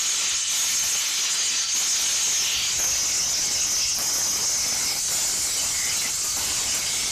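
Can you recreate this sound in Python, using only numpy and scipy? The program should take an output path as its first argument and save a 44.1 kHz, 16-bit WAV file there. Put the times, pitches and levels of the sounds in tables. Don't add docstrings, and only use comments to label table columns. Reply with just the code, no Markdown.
import sys
import numpy as np
from scipy import signal
from scipy.fft import rfft, irfft, next_fast_len
from scipy.io import wavfile
from scipy.ndimage import uniform_filter1d

SR = 44100
rng = np.random.default_rng(int(sys.argv[2]) if len(sys.argv) > 2 else 0)


def generate_wav(sig):
    pcm = np.round(np.clip(np.atleast_2d(sig).T, -1, 1) * 32767).astype(np.int16)
    wavfile.write(sys.argv[1], SR, pcm)


N = 313551
TIME = np.arange(N) / SR

# (time [s], place [0 = where rods go in, 1 = where they come out])
MIC_PLACE = [(2.7, 0.017), (2.78, 1)]
# (time [s], pause before it [s], steady cutting [s], rasp [dB], chips [dB], rattle [dB])
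ROD_CUTS = [(0.0, 0.01, 0.015, -32, -44, -45), (0.496, 0.12, 0.55, -31.5, -40.5, -45),
            (1.76, 0.12, 0.7, -32, -42.5, -44), (2.82, 0.06, 0.6, -35, -44, -42),
            (3.947, 0.099, 0.24, -38.5, -41.5, -40), (5.08, 0.087, 0.25, -37, -41.5, -41.5),
            (6.385, 0.278, 0.16, -35, -44, -42.5)]


def amp(db):
    return 10 ** (np.asarray(db) / 20)


def unit(x):
    return x / np.sqrt(np.mean(x ** 2) + 1e-20)


def curves(rows):
    times, *columns = np.transpose(rows)
    return [np.interp(TIME, times, column) for column in columns]


def noise():
    return rng.standard_normal(N)


def colour(x, spectrum):
    hz, db = np.transpose(spectrum)
    freqs = np.fft.rfftfreq(N, 1 / SR)
    gain = amp(np.interp(np.log(freqs + 1), np.log(hz), db))
    return unit(irfft(rfft(x) * gain, N))


def wander(per_s):
    count = 4096
    freqs = np.fft.rfftfreq(count, N / SR / count)
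    slow = irfft(rfft(rng.standard_normal(count)) / (1 + (freqs / per_s) ** 4))
    return unit(np.interp(TIME, np.linspace(0, N / SR, count), slow))


def resonate(x, hz, width_hz, order=2):
    turn = np.exp(2j * np.pi * np.cumsum(hz * np.ones(N)) / SR)
    decay = np.exp(-np.pi * width_hz / SR)
    shifted = x / turn
    for _ in range(order):
        shifted = signal.lfilter([1 - decay], [1, -decay], shifted)
    return unit((shifted * turn).real)


def grains(per_s, spread_db):
    size = amp(spread_db * np.minimum(rng.exponential(1, N), 4))
    return unit(noise() * size * (rng.random(N) < per_s / SR))


def churn(x, depth_db, patch_hz, patch_s):
    slices = signal.stft(x, nperseg=512, noverlap=384)[2]
    span = np.maximum([patch_hz * 512 / SR, patch_s * SR / 128], .3)
    patches = rng.standard_normal(slices.shape)
    for axis in (0, 1):
        blur = np.exp(-.5 * (np.arange(-40, 41) / span[axis] * 2) ** 2)
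        patches = signal.fftconvolve(patches, np.expand_dims(blur, 1 - axis), "same")
    slices = slices * amp(depth_db * unit(patches))
    return unit(signal.istft(slices, nperseg=512, noverlap=384)[1][:N])


def squeal():
    # (time [s], level [dB], shriek pitch [Hz], ring relative to the level [dB])
    course = [(0.0, -26, 6580, -4.5), (0.85, -25.5, 6520, -4), (1.1, -27.5, 6520, -9),
              (1.42, -25.5, 6620, -6), (2.33, -23.5, 6200, -3), (2.6, -29, 6330, -9), (2.88, -25, 6080, 1),
              (3.08, -23.5, 6230, -9), (4.55, -24.5, 6130, -5.5), (4.88, -26.5, 6200, -19),
              (5.04, -25.5, 6850, -16), (5.15, -25.5, 6580, -20), (6.15, -28, 6800, -11),
              (7.11, -29.5, 6450, -12)]
    # (time [s], length [s], level change [dB], pitch change [Hz])
    slips = [(0.455, 0.028, -9, -350), (1.137, .07, 0.5, -150), (1.665, 0.053, -4.5, -100),
             (2.485, 0.046, -3, -100), (3.496, 0.037, -5, -100), (3.833, 0.069, 3.5, -600),
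             (3.996, 0.04, -6, -50), (4.4, 0.025, -6, -50), (4.94, 0.075, -5, -1000),
             (5.535, 0.079, -3, -700), (6.715, .06, 0, -400)]
    # (frequency [Hz], level [dB])
    head_spectrum = [(3800, -6), (4600, -7.5), (5000, 4.5), (5450, 1), (5780, 0), (6080, 1.5), (6300, -1),
                     (6600, -7.5), (6850, 0.5), (7100, -0.5), (7800, 0), (9500, 4)]
    level_db, pitch_hz, ring_db = curves(course)
    flutter = wander(14.5)
    level_db += 1.27 * flutter
    pitch_hz += 60 * flutter
    for time, length, change_db, change_hz in slips:
        slip = np.exp(-(2 * (TIME - time) / length) ** 2)
        level_db += change_db * slip
        pitch_hz += change_hz * slip
        ring_db -= 5 * slip
    shriek = resonate(noise(), pitch_hz + 220 * wander(37), width_hz=2510, order=3)
    shriek = churn(colour(shriek, head_spectrum), depth_db=2.5, patch_hz=130, patch_s=.05)
    ring = resonate(noise(), 6500 + 65 * wander(18), width_hz=390)
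    return amp(level_db) * (amp(-1) * shriek + amp(ring_db + 1 + 3.6 * wander(27)) * ring)


def cut_level(column, eased_in_db, eased_out_db, idle_db):
    bite_s, ease_s = 0.023, 0.49
    cuts = np.array(ROD_CUTS)
    entry, pause, hold = cuts.T[:3]
    rod = np.maximum(np.searchsorted(entry, TIME, side="right") - 1, 0)
    eased = np.clip((TIME - entry[rod] - hold[rod]) / ease_s, 0, 1)
    idle = sum(np.clip(np.minimum(TIME - (time - gap), time - TIME) / bite_s + .5, 0, 1)
               for time, gap in zip(entry, pause))
    at_outlet, = curves(MIC_PLACE)
    eased_db = (1 - at_outlet) * eased_in_db + at_outlet * eased_out_db
    return uniform_filter1d(cuts[rod, column] + eased * eased_db, size=900) + idle * idle_db


def ringing_steel(tones):
    return unit(sum(amp(db + 3 * wander(20)) * resonate(noise(), hz, width) for hz, width, db in tones))


def rasp():
    # (frequency [Hz], level [dB])
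    inlet_spectrum = [(500, -30.5), (1100, -11), (1700, -9), (2300, -1.5), (3000, -1), (3600, 1), (4600, 0),
                      (5600, -8.5), (7500, -35), (11000, -85)]
    outlet_spectrum = [(500, -10), (1200, -6), (1750, -6.5), (2200, 1), (3000, 3), (3600, 1.5), (4500, 4),
                       (5600, 4.5), (7500, -39), (11000, -53)]
    # (pitch [Hz], width [Hz], level [dB])
    guide_tones = [(1350, 49, -10.5), (1801, 21, -10.5), (2370, 240, -7), (3026, 120, 0), (4056, 220, -1)]
    tube_tones = [(1214, 200, -6), (1470, 29, -1.5), (1947, 56, -1.5), (2185, 114, 7), (3010, 610, 6),
                  (3964, 290, 8)]
    level_db = cut_level(column=3, eased_in_db=0.54, eased_out_db=0.5, idle_db=-3)
    at_outlet, = curves(MIC_PLACE)
    inlet = colour(grains(per_s=9000, spread_db=1.6), inlet_spectrum)
    inlet = churn(inlet, depth_db=1.5, patch_hz=200, patch_s=0.08)
    inlet += amp(-7.5) * ringing_steel(guide_tones)
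    outlet = colour(grains(per_s=7000, spread_db=2.46), outlet_spectrum)
    outlet = churn(outlet, depth_db=3, patch_hz=194, patch_s=0.064)
    outlet += amp(-9) * ringing_steel(tube_tones)
    return amp(level_db + 1.5 + .5 * wander(30)) * ((1 - at_outlet) * inlet + at_outlet * outlet)


def chips():
    # (frequency [Hz], level [dB])
    spray_spectrum = [(3000, -22), (6000, -62), (8500, 4), (10000, 11), (11500, 9.5), (13100, 8),
                      (13550, 15.5), (13850, 5.5), (14400, -33)]
    level_db = cut_level(column=4, eased_in_db=-12.5, eased_out_db=-0.5, idle_db=-2.5)
    spray = colour(grains(per_s=12000, spread_db=1), spray_spectrum)
    spray = churn(spray, depth_db=1.3, patch_hz=500, patch_s=.02)
    spurts = amp(level_db + 1 + 1.2 * wander(28))
    splinters = amp(-4.5) * knocks()
    return (spurts + splinters) * spray


def rattle():
    # (frequency [Hz], level [dB])
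    frame_spectrum = [(40, -15), (160, -1.5), (330, -2), (520, -2.5), (900, -0.5), (1300, -2.5), (2000, -5),
                      (4000, -17.5)]
    level_db = cut_level(column=5, eased_in_db=-2, eased_out_db=-0.5, idle_db=-7.5)
    chatter = amp(level_db + wander(22)) * colour(grains(per_s=2500, spread_db=0.98), frame_spectrum)
    shaking = chatter + knocks() * colour(noise(), frame_spectrum)
    return np.std(shaking) * churn(shaking, depth_db=2.2, patch_hz=106, patch_s=0.046)


def drive():
    # (time [s], level [dB])
    loudness = [(0.0, -59), (0.7, -60), (0.84, -49), (1.0, -62), (1.6, -61), (2.15, -57.5), (2.77, -48.5),
                (4.6, -52.5), (7.11, -49)]
    # (frequency [Hz], level [dB])
    rumble_spectrum = [(10, -2.5), (35, -14), (52, 2), (70, -1), (88, -1), (105, 1), (140, -7.5), (200, -9),
                       (400, -65), (1500, -66)]
    level_db, = curves(loudness)
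    hum = resonate(noise(), hz=70, width_hz=30)
    throb = amp(1.3 * wander(16))
    rumble = colour(noise(), rumble_spectrum)
    return amp(level_db) * throb * (amp(-0.5) * rumble + amp(-8) * hum)


def scrape():
    # (time [s], level [dB])
    loudness = [(0, -52), (.45, -36), (.55, -33.5), (1.2, -47), (1.6, -48), (2.1, -30.5), (2.6, -47),
                (4.6, -34.5), (5.1, -31.5), (6.1, -33.5), (7.1, -32.5)]
    # (frequency [Hz], level [dB])
    hiss_spectrum = [(3000, -20.5), (4700, 2.5), (6200, -5), (7600, 3.5), (8700, -1.5), (10000, -8),
                     (11500, -38), (14000, -32)]
    level_db, = curves(loudness)
    hiss = churn(colour(noise(), hiss_spectrum), depth_db=2.4, patch_hz=170, patch_s=.04)
    return amp(level_db) * hiss


def knocks():
    # (time [s], level [dB])
    hits = [(.588, -42), (.83, -43), (1.739, -40.5), (2.29, -43), (2.787, -33), (2.83, -36), (3.715, -41),
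            (3.981, -35), (4.136, -36), (5.107, -35), (6.239, -39.5), (6.364, -35.5), (6.44, -41),
            (6.74, -37.5)]
    rise_s, fade_s = 0.0029, 0.35
    ages = [(np.maximum(TIME - time, 0), db) for time, db in hits]
    return sum(amp(db - 60 * age / fade_s) * (1 - np.exp(-age / rise_s)) for age, db in ages)


def squeaks():
    # (start [s], end [s], first pitch [Hz], last pitch [Hz], width [Hz], level [dB])
    rubs = [(1.1, 1.837, 5120, 4470, 280, -34), (2.383, 2.7, 2920, 3120, 920, -31.5),
            (2.518, 2.75, 4550, 4740, 450, -32.5), (4.525, 5.015, 2180, 2190, 300, -41),
            (5.05, 5.55, 7000, 7240, 260, -34), (5.575, 5.62, 3040, 2980, 140, -37),
            (5.718, 5.96, 2020, 2070, 340, -38), (5.87, 5.93, 3040, 2960, 180, -37.5),
            (5.96, 6.02, 4010, 4000, 170, -34), (6.01, 6.08, 2200, 2020, 200, -35),
            (6.24, 6.36, 1230, 1240, 100, -47.5), (6.25, 6.62, 3000, 2900, 260, -48),
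            (6.665, 6.795, 2920, 2950, 220, -37), (6.65, 6.767, 5400, 5200, 400, -35),
            (6.85, 6.91, 4800, 4840, 300, -33), (6.902, 7.11, 2180, 2240, 220, -42)]
    out = np.zeros(N)
    for start, end, first_hz, last_hz, width_hz, db in rubs:
        progress = np.clip((TIME - start) / (end - start), 0, 1)
        tone = resonate(noise(), first_hz + (last_hz - first_hz) * progress, width_hz)
        swell = np.sqrt(abs(np.sin(np.pi * progress)))
        out += amp(db) * swell * tone
    return out


def scene():
    machine = squeal() + rasp() + chips() + rattle() + drive() + scrape() + squeaks()
    return np.array([machine, machine])


def limit(x, boost_db, ceiling_db, sharpness):
    boosted = x * amp(boost_db)
    strength = abs(signal.hilbert(boosted.mean(0), next_fast_len(N))[:N])
    strength = uniform_filter1d(strength, size=13)
    return boosted / (1 + (strength / amp(ceiling_db)) ** sharpness) ** (1 / sharpness)


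def record(dry):
    limited = limit(dry, boost_db=1.98, ceiling_db=-18.5, sharpness=4.18)
    treble_cut = signal.firwin(1201, cutoff=14260, window=("kaiser", 9), fs=SR)
    return signal.oaconvolve(limited, treble_cut[None], "same", axes=1)


dry = scene()
out = record(dry)
generate_wav(out)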